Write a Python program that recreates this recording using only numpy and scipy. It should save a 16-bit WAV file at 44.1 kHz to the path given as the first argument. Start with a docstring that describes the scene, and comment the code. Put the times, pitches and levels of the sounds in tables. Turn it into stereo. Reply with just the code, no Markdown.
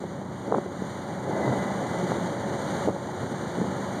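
"""A motor boat passes slowly under a drawbridge in a harbour, heard from the deck.
From the start the engine drones under rushing water, while gusts buffet the two ports of a small
stereo microphone and single eddies thump on one or the other. At 1.3 s the water surges and hisses
for a second and a half, with a thin whistle of wind. Waves bump the hull around 2 s. Near 2.9 s the
engine's whine swells and the hiss ducks at a loud thump; a last wave bumps at 3.6 s."""
import sys
import numpy as np
from scipy import signal
from scipy.fft import rfft, irfft
from scipy.io import wavfile

SR = 44100
rng = np.random.default_rng(int(sys.argv[2]) if len(sys.argv) > 2 else 0)


def pcm_store(signal):
    """Save signal as 16-bit PCM."""
    levels = np.round(np.clip(np.atleast_2d(signal), -1, 1) * 32767)
    wavfile.write(sys.argv[1], SR, levels.astype(np.int16).T)


N = 176400
TIME, FREQ = np.arange(N) / SR, np.fft.rfftfreq(N, 1 / SR)

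# spectral lines of the engine: pitch_hz, level_db
ENGINE_LINES = [(97, -36), (129.3, -33.5), (195.5, -35.5), (360.5, -42.5)]
# rumble of engine and hull: frequency_hz, density_db
RUMBLE_SPECTRUM = [(20, -15.5), (55, -55), (90, -46), (130, -49.5), (190, -46.5), (280, -62), (500, -81),
                   (1000, -72), (3000, -115)]
# course of the engine's whine: time_s, pitch_hz, level_db
WHINE_TRACK = [(0, 566, -53.5), (1.4, 569, -46), (2.1, 560, -43.5), (2.85, 558, -35), (3.15, 560, -49.5),
               (4, 568, -44)]
# rushing water: frequency_hz, density_db
RUSH_SPECTRUM = [(60, -91), (170, -56), (300, -55), (480, -62), (570, -62), (720, -67), (860, -65),
                 (1150, -80), (1700, -77.5), (2600, -93), (6000, -110), (12000, -128)]
# loudness of the rush: time_s, gain_db
RUSH_ENVELOPE = [(0, -9.5), (.45, -7), (1, -5.5), (1.24, -3), (1.31, 3), (1.45, 4.5), (1.65, 2),
                 (1.85, 0.5), (2.1, 0.5), (2.35, 0), (2.85, 0), (3, -5.5), (3.5, -2), (3.75, -2), (4, -1.5)]
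# hiss of the spray: frequency_hz, density_db
SPRAY_SPECTRUM = [(300, -113), (900, -74.5), (1500, -71), (1950, -71.5), (2300, -75.5), (2600, -93.5),
                  (2850, -81.5), (3300, -85), (4500, -84.5), (5500, -85), (7100, -83.5), (8500, -86.5),
                  (10000, -100), (12500, -105), (15500, -117)]
# loudness of the hiss, which ducks at the loud thump near 2.9 s and slowly recovers: time_s, gain_db
HISS_ENVELOPE = [(0, -7), (.25, -10.5), (.45, -7), (.7, -7.5), (.9, -4), (1.25, -5), (1.45, -0.5),
                 (1.85, -1), (2.15, 1.5), (2.45, -2), (2.7, 1.5), (2.85, 1), (2.91, -5), (3.1, -4.5),
                 (3.25, -2.5), (3.75, -1.5), (4, -1.5)]
# gusts on the microphone: centre_s, half_length_s, level_db
GUSTS = [(0.041, 0.02, -23), (0.115, 0.0066, -24), (0.207, 0.038, -26.5), (0.48, 0.0078, -15.5),
         (0.51, 0.029, -22), (0.568, 0.019, -13.5), (0.647, 0.016, -25), (1.388, 0.023, -20),
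         (1.49, 0.036, -16.5), (2.042, 0.025, -22), (2.111, 0.014, -14), (2.16, 0.013, -16.5),
         (2.727, 0.0063, -19), (2.786, 0.012, -19), (2.84, 0.026, -24), (2.892, 0.018, -13.5),
         (2.961, 0.011, -19), (3.065, 0.016, -25), (3.238, 0.028, -17.5), (3.33, 0.023, -21),
         (3.622, 0.036, -17.5), (3.743, 0.041, -24.5), (3.932, 0.032, -26)]
# turbulent pressure at a port: frequency_hz, relative_density_db
BUFFET_SPECTRUM = [(20, 4), (55, -17), (105, 0.5), (190, -2), (320, -11.5), (550, -19), (900, -47),
                   (1500, -40), (3000, -107)]
# single eddies: centre_s, peak_db, pitch_hz, port (0 left, 1 right)
EDDIES = [(.04, -16, 376, 0), (.216, -20.5, 447, 0), (.664, -18, 397, 0), (0.5242, -4, 493, 0),
          (0.5433, -8, 437, 0), (0.5471, -5, 520, 0), (0.5633, -14, 400, 0), (0.5836, -9, 457, 0),
          (0.587, -5.5, 250, 0), (0.8219, -8.5, 216, 1), (1.479, -10, 442, 0), (2.114, -3.5, 222, 0),
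          (2.1195, -5.5, 443, 0), (2.877, -3, 280, 0), (2.8868, -4.5, 345, 0), (2.8935, -16, 480, 0),
          (2.964, -15, 395, 0), (3.587, -8.5, 210, 0), (3.6144, -14.5, 485, 0), (3.617, -6.5, 188, 1)]
# strength of the wind whistle: time_s, gain_db
WHISTLE_ENVELOPE = [(0, -23), (1.25, -13), (1.4, 1.5), (1.62, 1.5), (1.75, -8), (1.92, -4), (2.3, -13),
                    (2.8, -8), (3, -33), (4, -28)]
# waves against the hull: start_s, level_db, tilt_db_per_octave
WAVE_BUMPS = [(1.973, -20, -19), (2.025, -7.5, -3), (2.215, -11.5, -16), (3.588, -12, -14)]
# normal modes of the hull: pitch_hz, t60_s
HULL_MODES = [(180, .13), (365, 0.066)]
# likeness of the two ports: frequency_hz, correlation (clipped to within -1..1 in use)
PORT_CORRELATION = [(60, 0.3), (150, 2.5), (300, 0.62), (600, 0.74), (1000, 0.42), (1300, 0.22),
                    (1600, -0.52), (2300, -0.14), (2650, 0.06), (3200, .15), (5000, 0), (7200, 0.1),
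                    (9000, -0.12), (15000, 0)]
# left port against right: frequency_hz, gain_db
PORT_SHADOW = [(150, -3), (600, 0.5), (750, 1), (1300, -11), (1900, -6), (2900, 4), (5500, -7.5),
               (7100, -7), (9500, 1)]


def amp(db):
    """Amplitude ratio of a level in decibels."""
    return 10 ** (np.asarray(db) / 20)


def unit_rms(x):
    """Normalises a signal to unit mean power."""
    return x / np.sqrt(np.mean(x ** 2) + 1e-20)


def over_hz(points):
    """Interpolates a table along log frequency."""
    hz, value = np.transpose(points)
    return np.interp(np.log(FREQ + 1), np.log(hz + 1), value)


def over_time(points):
    """Interpolates a table along time."""
    return np.interp(TIME, *np.transpose(points))


def white():
    """Spectrum of white noise with unit power per Hz."""
    return rfft(rng.standard_normal(N)) * np.sqrt(SR / 2)


def drift(rate_hz):
    """Low-pass Gaussian noise: a random fluctuation of unit rms."""
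    return unit_rms(irfft(white() * np.exp(-(FREQ / rate_hz) ** 2) * (FREQ > 0), N))


def at_ports(gain):
    """Partial coherence: airborne noise is partly alike at the two ports, the left one shadowed."""
    correlation = np.clip(over_hz(PORT_CORRELATION), -.995, .995)
    right = white()
    left = amp(over_hz(PORT_SHADOW)) * (correlation * right + np.sqrt(1 - correlation ** 2) * white())
    return irfft(np.array([left, right]) * gain, N)


def engine(waver=0.005, waver_hz=7.05, flutter_db=2.5, smear_cycles=0.07, smear_hz=10.2, left_db=-2.0):
    """Nearly periodic motion gives a line spectrum, here over the broadband rumble of the hull."""
    engine_time = np.cumsum(1 + waver * drift(waver_hz)) / SR  # all lines waver together
    lines = np.zeros(N)
    for hz, db in ENGINE_LINES:
        peak = np.sqrt(2) * amp(db + flutter_db * drift(waver_hz))
        cycles = hz * engine_time + rng.random() + smear_cycles * drift(smear_hz)
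        lines += peak * np.sin(2 * np.pi * cycles)
    rumble = at_ports(amp(over_hz(RUMBLE_SPECTRUM)))
    # drone and rumble grow louder and softer along with the rush
    swell = amp(0.61 * over_time(RUSH_ENVELOPE))
    return (np.array([amp(left_db) * lines, lines]) + rumble) * swell


def whine(flutter_db=2.5, flutter_hz=9, smear_cycles=0.037):
    """Amplitude and phase modulation: one clearer engine tone drifts in pitch and comes and goes."""
    times, hz, db = np.transpose(WHINE_TRACK)
    cycles = np.cumsum(np.interp(TIME, times, hz)) / SR + rng.random() + smear_cycles * drift(flutter_hz)
    level_db = np.interp(TIME, times, db) + flutter_db * drift(flutter_hz)
    return amp(level_db) * np.sin(2 * np.pi * cycles)


def water(churn_db=0.83, churn_hz=22, flicker_db=0.83, flicker_hz=45):
    """Churning flow along the hull and its spray radiate broadband noise: a rush and a hiss."""
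    rush = at_ports(amp(over_hz(RUSH_SPECTRUM)))
    rush *= amp(over_time(RUSH_ENVELOPE) + churn_db * drift(churn_hz))
    hiss = at_ports(amp(over_hz(SPRAY_SPECTRUM)))
    hiss *= amp(over_time(HISS_ENVELOPE) + flicker_db * drift(flicker_hz))
    return rush + hiss


def gusts(breeze_db=-37.5, swing_db=5, swing_hz=20, lee_port_db=-5):
    """Turbulent pressure is uncorrelated between the ports; gusts and a light breeze add in power."""
    gust_power = sum(amp(db) ** 2 * np.exp(-((TIME - centre_s) / half_s) ** 2)
                     for centre_s, half_s, db in GUSTS)
    breeze_power = amp(breeze_db + swing_db * drift(swing_hz)) ** 2
    left, right = (unit_rms(irfft(white() * amp(over_hz(BUFFET_SPECTRUM)), N)) for port in range(2))
    return np.array([left, amp(lee_port_db) * right]) * np.sqrt(gust_power + breeze_power)


def eddies(sharpness=3.62, flutter_db=-12, flutter_ratio=0.904, flutter_half_s=0.0083):
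    """An eddy's pressure pulls, pushes and pulls on one port; quick pulses pop, slow ones thump."""
    out = np.zeros((2, N))
    wander_cycles = 0.098 * drift(rate_hz=92)
    for centre_s, db, hz, port in EDDIES:
        near = abs(TIME - centre_s) < .04
        t = TIME[near] - centre_s
        # the pulse's spectrum peaks at hz and narrows with sharpness
        pulse = ((1 - 2j * np.pi * hz * t / (sharpness - 1)) ** -sharpness).real
        # a short hollow flutter surrounds it
        cycles = flutter_ratio * hz * t + wander_cycles[near]
        flutter = np.exp(-(t / flutter_half_s) ** 2) * np.sin(2 * np.pi * cycles)
        out[port, near] += amp(db) * (pulse + amp(flutter_db) * flutter)
    return out


def whistle(pitch_hz=2012, width_hz=54, level_db=-43.5):
    """Resonance: wind excites one narrow band of noise, heard as a fuzzy tone."""
    resonance = 1 / (1 + (2 * (FREQ - pitch_hz) / width_hz) ** 2)
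    return unit_rms(at_ports(resonance)) * amp(level_db + over_time(WHISTLE_ENVELOPE))


def wave_bumps(rise_s=0.0079):
    """Damped free vibration: each wave nudges the hull, whose modes boom and decay exponentially."""
    out = np.zeros(N)
    lowest_hz = HULL_MODES[0][0]
    for start_s, db, tilt_db in WAVE_BUMPS:
        t = np.maximum(TIME - start_s, 0)
        onset = 1 - np.exp(-(t / rise_s) ** 2)
        for hz, t60_s in HULL_MODES:
            level_db = db + tilt_db * np.log2(hz / lowest_hz)
            out += amp(level_db - 60 * t / t60_s) * onset * np.sin(2 * np.pi * hz * t)
    return out


def scene():
    """Superposition: the pressures of all sources add at the left and right ports."""
    return engine() + whine() + water() + gusts() + eddies() + whistle() + wave_bumps()


def record(dry):
    """Interference widens the stereo image: each channel subtracts the delayed opposite port."""
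    delay_s, low_cut_hz, band_limit_hz = 1 / 2628, 81, 15700
    ports = rfft(dry * signal.windows.tukey(N, .002))
    wide = irfft(ports - ports[::-1] * np.exp(-2j * np.pi * FREQ * delay_s), N)
    highpass = signal.butter(3, low_cut_hz, "highpass", fs=SR, output="sos")
    lowpass = signal.firwin(511, band_limit_hz, window=("kaiser", 9), fs=SR)
    return signal.oaconvolve(signal.sosfilt(highpass, wide), lowpass[None], "same")


dry = scene()
out = record(dry)
pcm_store(out)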